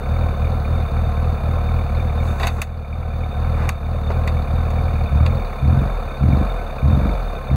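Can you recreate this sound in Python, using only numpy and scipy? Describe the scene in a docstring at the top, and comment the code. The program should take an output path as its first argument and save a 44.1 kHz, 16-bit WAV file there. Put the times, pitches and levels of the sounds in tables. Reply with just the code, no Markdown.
"""A car engine that cannot settle

A four-cylinder engine idles unevenly in a workshop, heard from the driver's seat. As the throttle
opens it catches, barks, starves and slows again, over and over. Exhaust pulses make the pipe boom
while the valve gear clatters on. A plastic tester held by the microphone clicks and rubs in the
hand, and the sharpest clicks make the automatic gain control turn everything down for a moment."""
import sys
import numpy as np
from scipy import signal
from scipy.fft import rfft, irfft, next_fast_len
from scipy.io import wavfile
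from scipy.ndimage import uniform_filter1d

SR = 44100
rng = np.random.default_rng(int(sys.argv[2]) if len(sys.argv) > 2 else 0)


def file_out(sig):
    """Save sig as 16-bit WAV at sys.argv[1]."""
    # one column per channel
    cols = np.atleast_2d(sig).T
    # limit, then scale
    lim = np.clip(cols, -1, 1)
    pcm = np.round(lim * 32767).astype(np.int16)
    wavfile.write(sys.argv[1], SR, pcm)


N = 333385
TIME = np.arange(N) / SR

# strength of each cylinder, in firing order: level/dB
CYLINDER_LEVELS = [-1.3, 0.75, -2.4, 1]
# low resonances of silencer and cabin: f/Hz, width/Hz, level/dB
BOOM_RESONANCES = [(75.3, 20, 2), (116.2, 40, -1.5), (131.3, 6, -12)]
# tailpipe resonances: f/Hz, width/Hz, level/dB
BARK_RESONANCES = [(185.6, 31, 7), (212.8, 13, 1.5)]
# resonances that hard firings bring out: f/Hz, width/Hz, level/dB
RASP_RESONANCES = [(269, 21, 2.5), (340, 85, -3)]
# piston pumping swells as the firing rate nears a cabin resonance: f/Hz, level/dB
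PUMP_LEVELS = [(30, -33), (35, -27), (38, -23), (41, -20.5), (45, -19.5), (51, -16)]
# weak firings let the idle speed sag: t/s, drop in firing rate/Hz
IDLE_STUMBLES = [(0.041, 7.06), (0.354, 5.76), (0.633, 4.86), (0.892, 6.64), (1.14, 4.3), (1.391, 6.61),
                 (1.629, 3.77), (1.881, 5.52), (2.124, 4.14), (2.378, 6.32), (2.609, 4.03), (2.86, 5.54),
                 (3.105, 3.42), (3.323, 6.4), (3.58, 2.97), (3.793, 6.27), (4.037, 4.05), (4.264, 2.87),
                 (4.457, 6.29), (4.695, 3.21), (4.961, 2.43), (5.103, 7.11)]
# the engine catches on the open throttle: t/s, burn length/s, firing rate it pulls towards/Hz
THROTTLE_SURGES = [(5.115, 0.242, 44.6), (5.62, 0.211, 52.1), (6.205, 0.193, 57.8), (6.825, 0.247, 55.6),
                   (7.5, 0.2, 51.9)]
# stray firings between surges: t/s, boom level/dB
STRAY_FIRINGS = [(5.48, -29.5), (6.07, -26), (6.75, -27), (7.41, -30.5)]
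# clatter heard through the wall behind the engine: f/Hz, level/dB
CLATTER_SPECTRUM = [(200, -12), (300, -9), (370, -10), (440, -2.5), (520, 2.5), (610, -3), (720, 3),
                    (850, -6.5), (1100, -6.5), (1350, -4.5), (1530, -18), (1640, -12.5), (2100, -25),
                    (3000, -40.5)]
# valve gear and belt contacts: place in the cycle/firings, decay/ms, f/Hz, width/Hz, level/dB
VALVE_TAPS = [(0.17, 6.9, 547, 306, -28.5), (2.17, 4.2, 560, 460, -30.5), (0.78, 8.3, 1160, 480, -37.5),
              (0.56, 12, 2315, 260, -38), (1.6, 11.6, 2320, 280, -41.5), (2.65, 8.5, 2290, 440, -41.5),
              (3.5, 16, 2416, 250, -41.5), (0.88, 10, 3630, 100, -41), (1.7, 13, 3630, 120, -44),
              (3.9, 7.5, 3630, 91, -40.5), (3.52, 7, 3630, 240, -43), (0.76, 10, 4450, 190, -55.5),
              (1.5, 4.5, 4240, 920, -57), (2.72, 18, 4040, 890, -47.5)]
# clicks of the tester's case: t/s, level/dB, decay/ms, treble share/dB
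CASE_CLICKS = [(2.398, -24, 23, -15), (2.43, -18.5, 17, -21), (2.47, -14, 12, -4), (2.617, -10, 8.3, 1),
               (3.691, -9, 3.6, -4), (4.117, -33, 11, -38), (4.275, -19.5, 8.1, -11.5),
               (4.703, -36.5, 11, -3), (5.262, -19, 4.8, -11)]
# resonances of the case: f/Hz, width/Hz, level/dB
CASE_RESONANCES = [(714, 150, 5.5), (1150, 360, 4), (1560, 175, -1), (2110, 730, 6), (2470, 380, 1),
                   (2780, 420, -9), (3540, 450, 3.5), (4460, 230, -6)]
# bright crack and rustle of the plastic: f/Hz, level/dB
PLASTIC_SPECTRUM = [(1000, -54), (2500, 8.5), (4600, -13.5), (6500, 3), (9000, -8), (12000, -7.5),
                    (15500, -13)]
# dull knocks in the cabin: t/s, level/dB, decay/ms
CABIN_KNOCKS = [(2.583, -24.5, 16), (3.686, -28, 6.5), (4.103, -19.5, 13.5), (5.527, -29.5, 13),
                (5.861, -39, 8.2), (6.765, -27.5, 5.6), (7.331, -27, 9)]
# fingers rubbing the case: middle t/s, half length/s, rustle level/dB, scrape level/dB
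FINGER_RUBS = [(2.29, .07, -48, -53), (2.443, 0.052, -42, -31), (2.56, 0.12, -47.5, -43),
               (3.625, 0.061, -83, -31)]
# air intake and fan: f/Hz, level/dB
HISS_SPECTRUM = [(1500, 2.5), (2600, 8), (3500, 12), (3900, 6), (4550, 7), (5100, -12), (5800, -4),
                 (6400, -0.5), (7400, -10), (9700, -8), (14000, -8.5), (16000, -16)]
# faint steady whines and one thin, very high whistle: f/Hz, width/Hz, level/dB
STEADY_WHINES = [(1066, 13.2, -47), (1515, 20.6, -50.5), (2427, 10.3, -55), (3637, 35.5, -51.5),
                 (15636, 10, -74)]
# unmoving notches in the treble that hollow the whole sound: f/Hz, width/Hz
TREBLE_NOTCHES = [(3190, 1015), (4075, 145), (5170, 340), (5720, 390), (7130, 560), (8090, 68)]

IDLE_HZ = 40.947  # firings per second
BARK_IDLE_DB, BARK_STARVED_DB = -33, -40


def exhaust(crank, firing_hz):
    """Pistons pump air even when starved; burning fuel adds a boom and, under load, a bark and rasp."""
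    boom_db, bark_db = combustion()
    pump_db = np.interp(firing_hz, *np.transpose(PUMP_LEVELS))
    pump = -np.sqrt(2) * np.cos(2 * np.pi * (crank - .05)) + .16 * band(noise(), 38, 34)
    lean = np.clip((firing_hz - 41) / 5, 0, 1)  # two cylinders run short of fuel as the speed rises
    boom = pipe(crank, BOOM_RESONANCES, 11 * lean, uneven_db=2, rough=.18, gust_ms=9)
    boom -= signal.sosfiltfilt(butter(2, 48), boom)  # the silencer gives off little deep bass
    boom = signal.filtfilt(*signal.iirnotch(99, 12, fs=SR), boom)  # 99 Hz cancels out at the seat
    boom = signal.sosfiltfilt(butter(3, 170), boom)
    # strokes that do not fire only puff
    airy = np.clip((BARK_IDLE_DB - bark_db) / (BARK_IDLE_DB - BARK_STARVED_DB), 0, 1)
    bark = pipe(crank, BARK_RESONANCES, 2.5 + 4 * lean, uneven_db=3.4, rough=.42 + .6 * airy, gust_ms=7)
    rasp = pipe(crank, RASP_RESONANCES, 14 * lean, uneven_db=2, rough=.3 + .6 * airy, gust_ms=5)
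    bark, rasp = steady(signal.sosfiltfilt(butter(3, [145, 370], "band"), [bark, rasp]))
    rasp_db = 2.1 * (bark_db + 22) - 30  # harder pulses start more sharply
    low = from_db(pump_db) * pump + from_db(boom_db) * steady(boom)
    return low + from_db(bark_db) * bark + from_db(rasp_db) * rasp


def pipe(crank, resonances, lean_db, uneven_db, rough, gust_ms):
    """Each exhaust pulse and its gust of air ring the pipe; every second one is lean_db weaker."""
    at = moments(crank, 0, cycle=1)
    starved = np.arange(len(at)) % 2 == 0
    level_db = np.resize(CYLINDER_LEVELS, len(at)) - starved * lean_db[at]
    pulses = np.zeros(N)
    pulses[at] = from_db(level_db + uneven_db * rng.standard_normal(len(at)))
    gusts = np.sqrt(1 - decay_step(gust_ms) ** 2) * fade_after(pulses, gust_ms) * noise()
    flow = pulses + rough * gusts
    return sum(from_db(db) * ring(flow, hz, width) for hz, width, db in resonances)


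def combustion(boom_starved_db=-31.5, catch_s=.026, run_on_s=.034, starve_s=.067):
    """Boom and bark levels in dB: the idle stumbles, then the engine starves between surges."""
    # 1 in a deep stumble (a 6 Hz drop), far less in a shallow one
    weak = sum((sag / 6) ** 2 * swell(s, .033) for s, sag in IDLE_STUMBLES)
    idling = TIME < THROTTLE_SURGES[0][0] + catch_s
    boom_db = np.where(idling, -17.5 - 7.5 * weak, boom_starved_db)
    bark_db = np.where(idling, BARK_IDLE_DB - 3.5 * weak, BARK_STARVED_DB)
    for s, db in STRAY_FIRINGS:
        boom_db += (db - boom_starved_db) * swell(s, .021)
    for s, burn_s, pull_hz in THROTTLE_SURGES:
        age = TIME - s + .012  # the first firing comes before the flywheel answers
        end_s = burn_s + run_on_s
        burning = np.interp(age, [0, catch_s, end_s, end_s + starve_s], [0, 1, 1, 0])
        burn_boom_db = -12 - 58 * np.maximum(age - .14, 0)  # holds, then fades as fuel runs short
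        burn_bark_db = -27 + .6 * (pull_hz - 50)  # a harder pull barks louder
        boom_db += burning * (burn_boom_db - boom_db)
        bark_db += burning * (burn_bark_db - bark_db)
    return boom_db, bark_db


def engine_speed(pull_s=.142, coast_s=.307, stall_hz=24.865):
    """Firings per second: stumbles slow the idle; each surge spins the flywheel up, then it coasts."""
    speed = IDLE_HZ - sum(sag * swell(s, .062) for s, sag in IDLE_STUMBLES)
    for s, burn_s, pull_hz in THROTTLE_SURGES:
        for start, goal, lag_s in ((s, pull_hz, pull_s), (s + burn_s, stall_hz, coast_s)):
            later = TIME > start
            gap = np.interp(start, TIME, speed) - goal
            speed[later] = goal + gap * np.exp((start - TIME[later]) / lag_s)
    return speed


def clatter(crank, repeat_share=.55, throb_db=2):
    """Gear teeth and chain links meet in the same order every cycle; the rest rattles at random."""
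    pattern = rng.standard_normal(1200)
    meshing = np.interp(crank / 4 % 1, np.linspace(0, 1, len(pattern)), pattern)
    repeating = np.sqrt(repeat_share) * coloured(meshing, CLATTER_SPECTRUM)
    rattle = np.sqrt(1 - repeat_share) * coloured(noise(), CLATTER_SPECTRUM)
    return (repeating + rattle) * from_db(throb_db * np.cos(2 * np.pi * (crank - .8)))


def valve_gear(crank, uneven_db=2):
    """Each contact taps once every four firings and rings its own part of the cylinder head."""
    taps = np.zeros(N)
    for place, decay_ms, hz, width, db in VALVE_TAPS:
        at = moments(crank, place, cycle=4)
        hits = np.zeros(N)
        hits[at] = from_db(db + uneven_db * rng.standard_normal(len(at)))
        taps += band(fade_after(hits, decay_ms) * noise(), hz, width)
    return taps


def tester_clicks(tail_db=-19, tail_ms=22, crack_db=-4):
    """The case slips in short crunches that ring the plastic and die away in the cabin."""
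    body, crack = np.zeros(N), np.zeros(N)
    for s, db, decay_ms, treble_db in CASE_CLICKS:
        tail = from_db(tail_db) * burst(s, tail_ms)
        body += from_db(db) * (burst(s, decay_ms) + tail)
        crack += from_db(db + treble_db) * (burst(s, decay_ms * .66) + tail)
    crunch = body * noise()
    case = sum(from_db(db) * band(crunch, hz, width) for hz, width, db in CASE_RESONANCES)
    case /= np.sqrt(sum(from_db(db) ** 2 for _, _, db in CASE_RESONANCES))
    return case + from_db(crack_db) * crack * coloured(noise(), PLASTIC_SPECTRUM)


def cabin_knocks():
    """Dull knocks, each a quickly fading burst of noise."""
    bursts = sum(from_db(db) * burst(s, decay_ms) for s, db, decay_ms in CABIN_KNOCKS)
    return band(bursts * noise(), hz=720, width_hz=770)


def rubbing():
    """Skin sticks and slips on the plastic: a grainy rustle over a dull scrape."""
    rustle = sum(from_db(db) * swell(s, half_s) for s, half_s, db, _ in FINGER_RUBS)
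    scrape = sum(from_db(db) * swell(s, half_s) for s, half_s, _, db in FINGER_RUBS)
    grains = noise() * from_db(2.1 * noise())
    return rustle * coloured(grains, PLASTIC_SPECTRUM) + scrape * band(rms_one(grains), 900, 1100)


def air_hiss(crank, effort_db):
    """The intake and fan hiss, pulsing with each firing and growing with speed."""
    level_db = -47 + .38 * effort_db + 1.2 * np.cos(2 * np.pi * (crank - .9))
    return from_db(level_db) * coloured(noise(), HISS_SPECTRUM)


def whines():
    """Narrow bands of noise make faint steady whines and one thin, very high whistle."""
    return sum(from_db(db) * band(noise(), hz, width) for hz, width, db in STEADY_WHINES)


def from_db(db):
    """Turn decibels into a gain."""
    return 10 ** (np.asarray(db) / 20)


def noise():
    """Fresh white noise."""
    return rng.standard_normal(N)


def rms_one(x):
    """Scale the average (rms) level to 1."""
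    return x / np.sqrt(np.mean(x ** 2) + 1e-20)


def steady(x, size=SR // 13):
    """Even out the level over a few firings."""
    power = uniform_filter1d(uniform_filter1d(x ** 2, size), size)
    return x / np.sqrt(np.abs(power) + 1e-12)


def coloured(x, spectrum):
    """Shape a sound with a spectrum table, fading below its first row; the level comes out at 1."""
    hz, db = np.transpose(spectrum)
    size = next_fast_len(N)
    grid_hz = np.arange(size // 2 + 1) * SR / size + 1
    gain = from_db(np.interp(np.log(grid_hz), np.log(hz), db))
    gain *= np.minimum(1, grid_hz / hz[0]) ** 2
    return rms_one(irfft(rfft(x, size) * gain, size)[:N])


def butter(order, hz, kind="low"):
    """A smooth filter that keeps the lows, the highs or a band."""
    return signal.butter(order, hz, kind, fs=SR, output="sos")


def band(x, hz, width_hz):
    """Keep one band of frequencies, scaled so that white noise holds its level."""
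    edges = [max(hz - width_hz / 2, 20), hz + width_hz / 2]
    return signal.sosfilt(butter(2, edges, "band"), x) * np.sqrt(SR / 2 / width_hz)


def ring(x, hz, width_hz):
    """A resonance: each click starts a fading tone."""
    r, w = np.exp(-np.pi * width_hz / SR), 2 * np.pi * hz / SR
    return signal.lfilter([0, np.sin(w)], [1, -2 * r * np.cos(w), r * r], x + 1e-18)


def decay_step(decay_ms):
    """The share of a fading level that is left after one sample."""
    return np.exp(-1000 / (decay_ms * SR))


def fade_after(hits, decay_ms):
    """Give every hit a fading tail."""
    return signal.lfilter([1], [1, -decay_step(decay_ms)], hits + 1e-18)


def burst(s, decay_ms):
    """A level that jumps up at time s and dies away."""
    age_ms = (TIME - s) * 1000
    return (age_ms >= 0) * np.exp(-np.clip(age_ms / decay_ms, 0, 40))


def swell(s, half_s):
    """A smooth bump of height 1 around time s."""
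    return np.exp(-np.minimum(((TIME - s) / half_s) ** 2, 60))


def moments(crank, place, cycle):
    """Samples at which the engine passes a place in its cycle, both counted in firings."""
    return np.flatnonzero(np.diff(np.floor((crank - place) / cycle)) > 0)


def scene():
    """One crankshaft times the exhaust and clatter; clicks, knocks and rubs are added on top."""
    firing_hz = engine_speed()
    crank = np.cumsum(firing_hz) / SR - .35  # position, counted in firings
    effort_db = 9 * np.log2(firing_hz / IDLE_HZ)  # faster is louder
    background = air_hiss(crank, effort_db) + whines()
    machinery = from_db(effort_db - 31.5) * clatter(crank)
    machinery += from_db(.41 * effort_db) * valve_gear(crank)
    engine = exhaust(crank, firing_hz) + machinery
    return (engine + tester_clicks() + cabin_knocks() + rubbing() + background)[None]


def gain_control(x, threshold_db=-31, release_db_per_s=11, attack_ms=2):
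    """Sharp treble pulls the volume down at once; then it creeps back."""
    treble = signal.sosfilt(butter(2, 5000, "high"), x)
    level_db = 10 * np.log10(np.abs(uniform_filter1d(treble ** 2, size=300)) + 1e-12)
    excess_db = np.maximum(level_db - threshold_db, 0)
    recovery_db = release_db_per_s * TIME
    duck_db = np.maximum.accumulate(excess_db + recovery_db, axis=-1) - recovery_db
    smooth_db = (1 - decay_step(attack_ms)) * fade_after(duck_db, attack_ms)
    return x * from_db(-smooth_db)


def record(dry):
    """Treble notches hollow the sound, the gain control acts and the highest treble is cut."""
    for hz, width in TREBLE_NOTCHES:
        dry = signal.lfilter(*signal.iirnotch(hz, hz / width, fs=SR), dry)
    top_cut = signal.ellip(10, .2, 80, 15750, fs=SR, output="sos")
    return signal.sosfilt(top_cut, gain_control(dry))


dry = scene()
out = record(dry)
file_out(out)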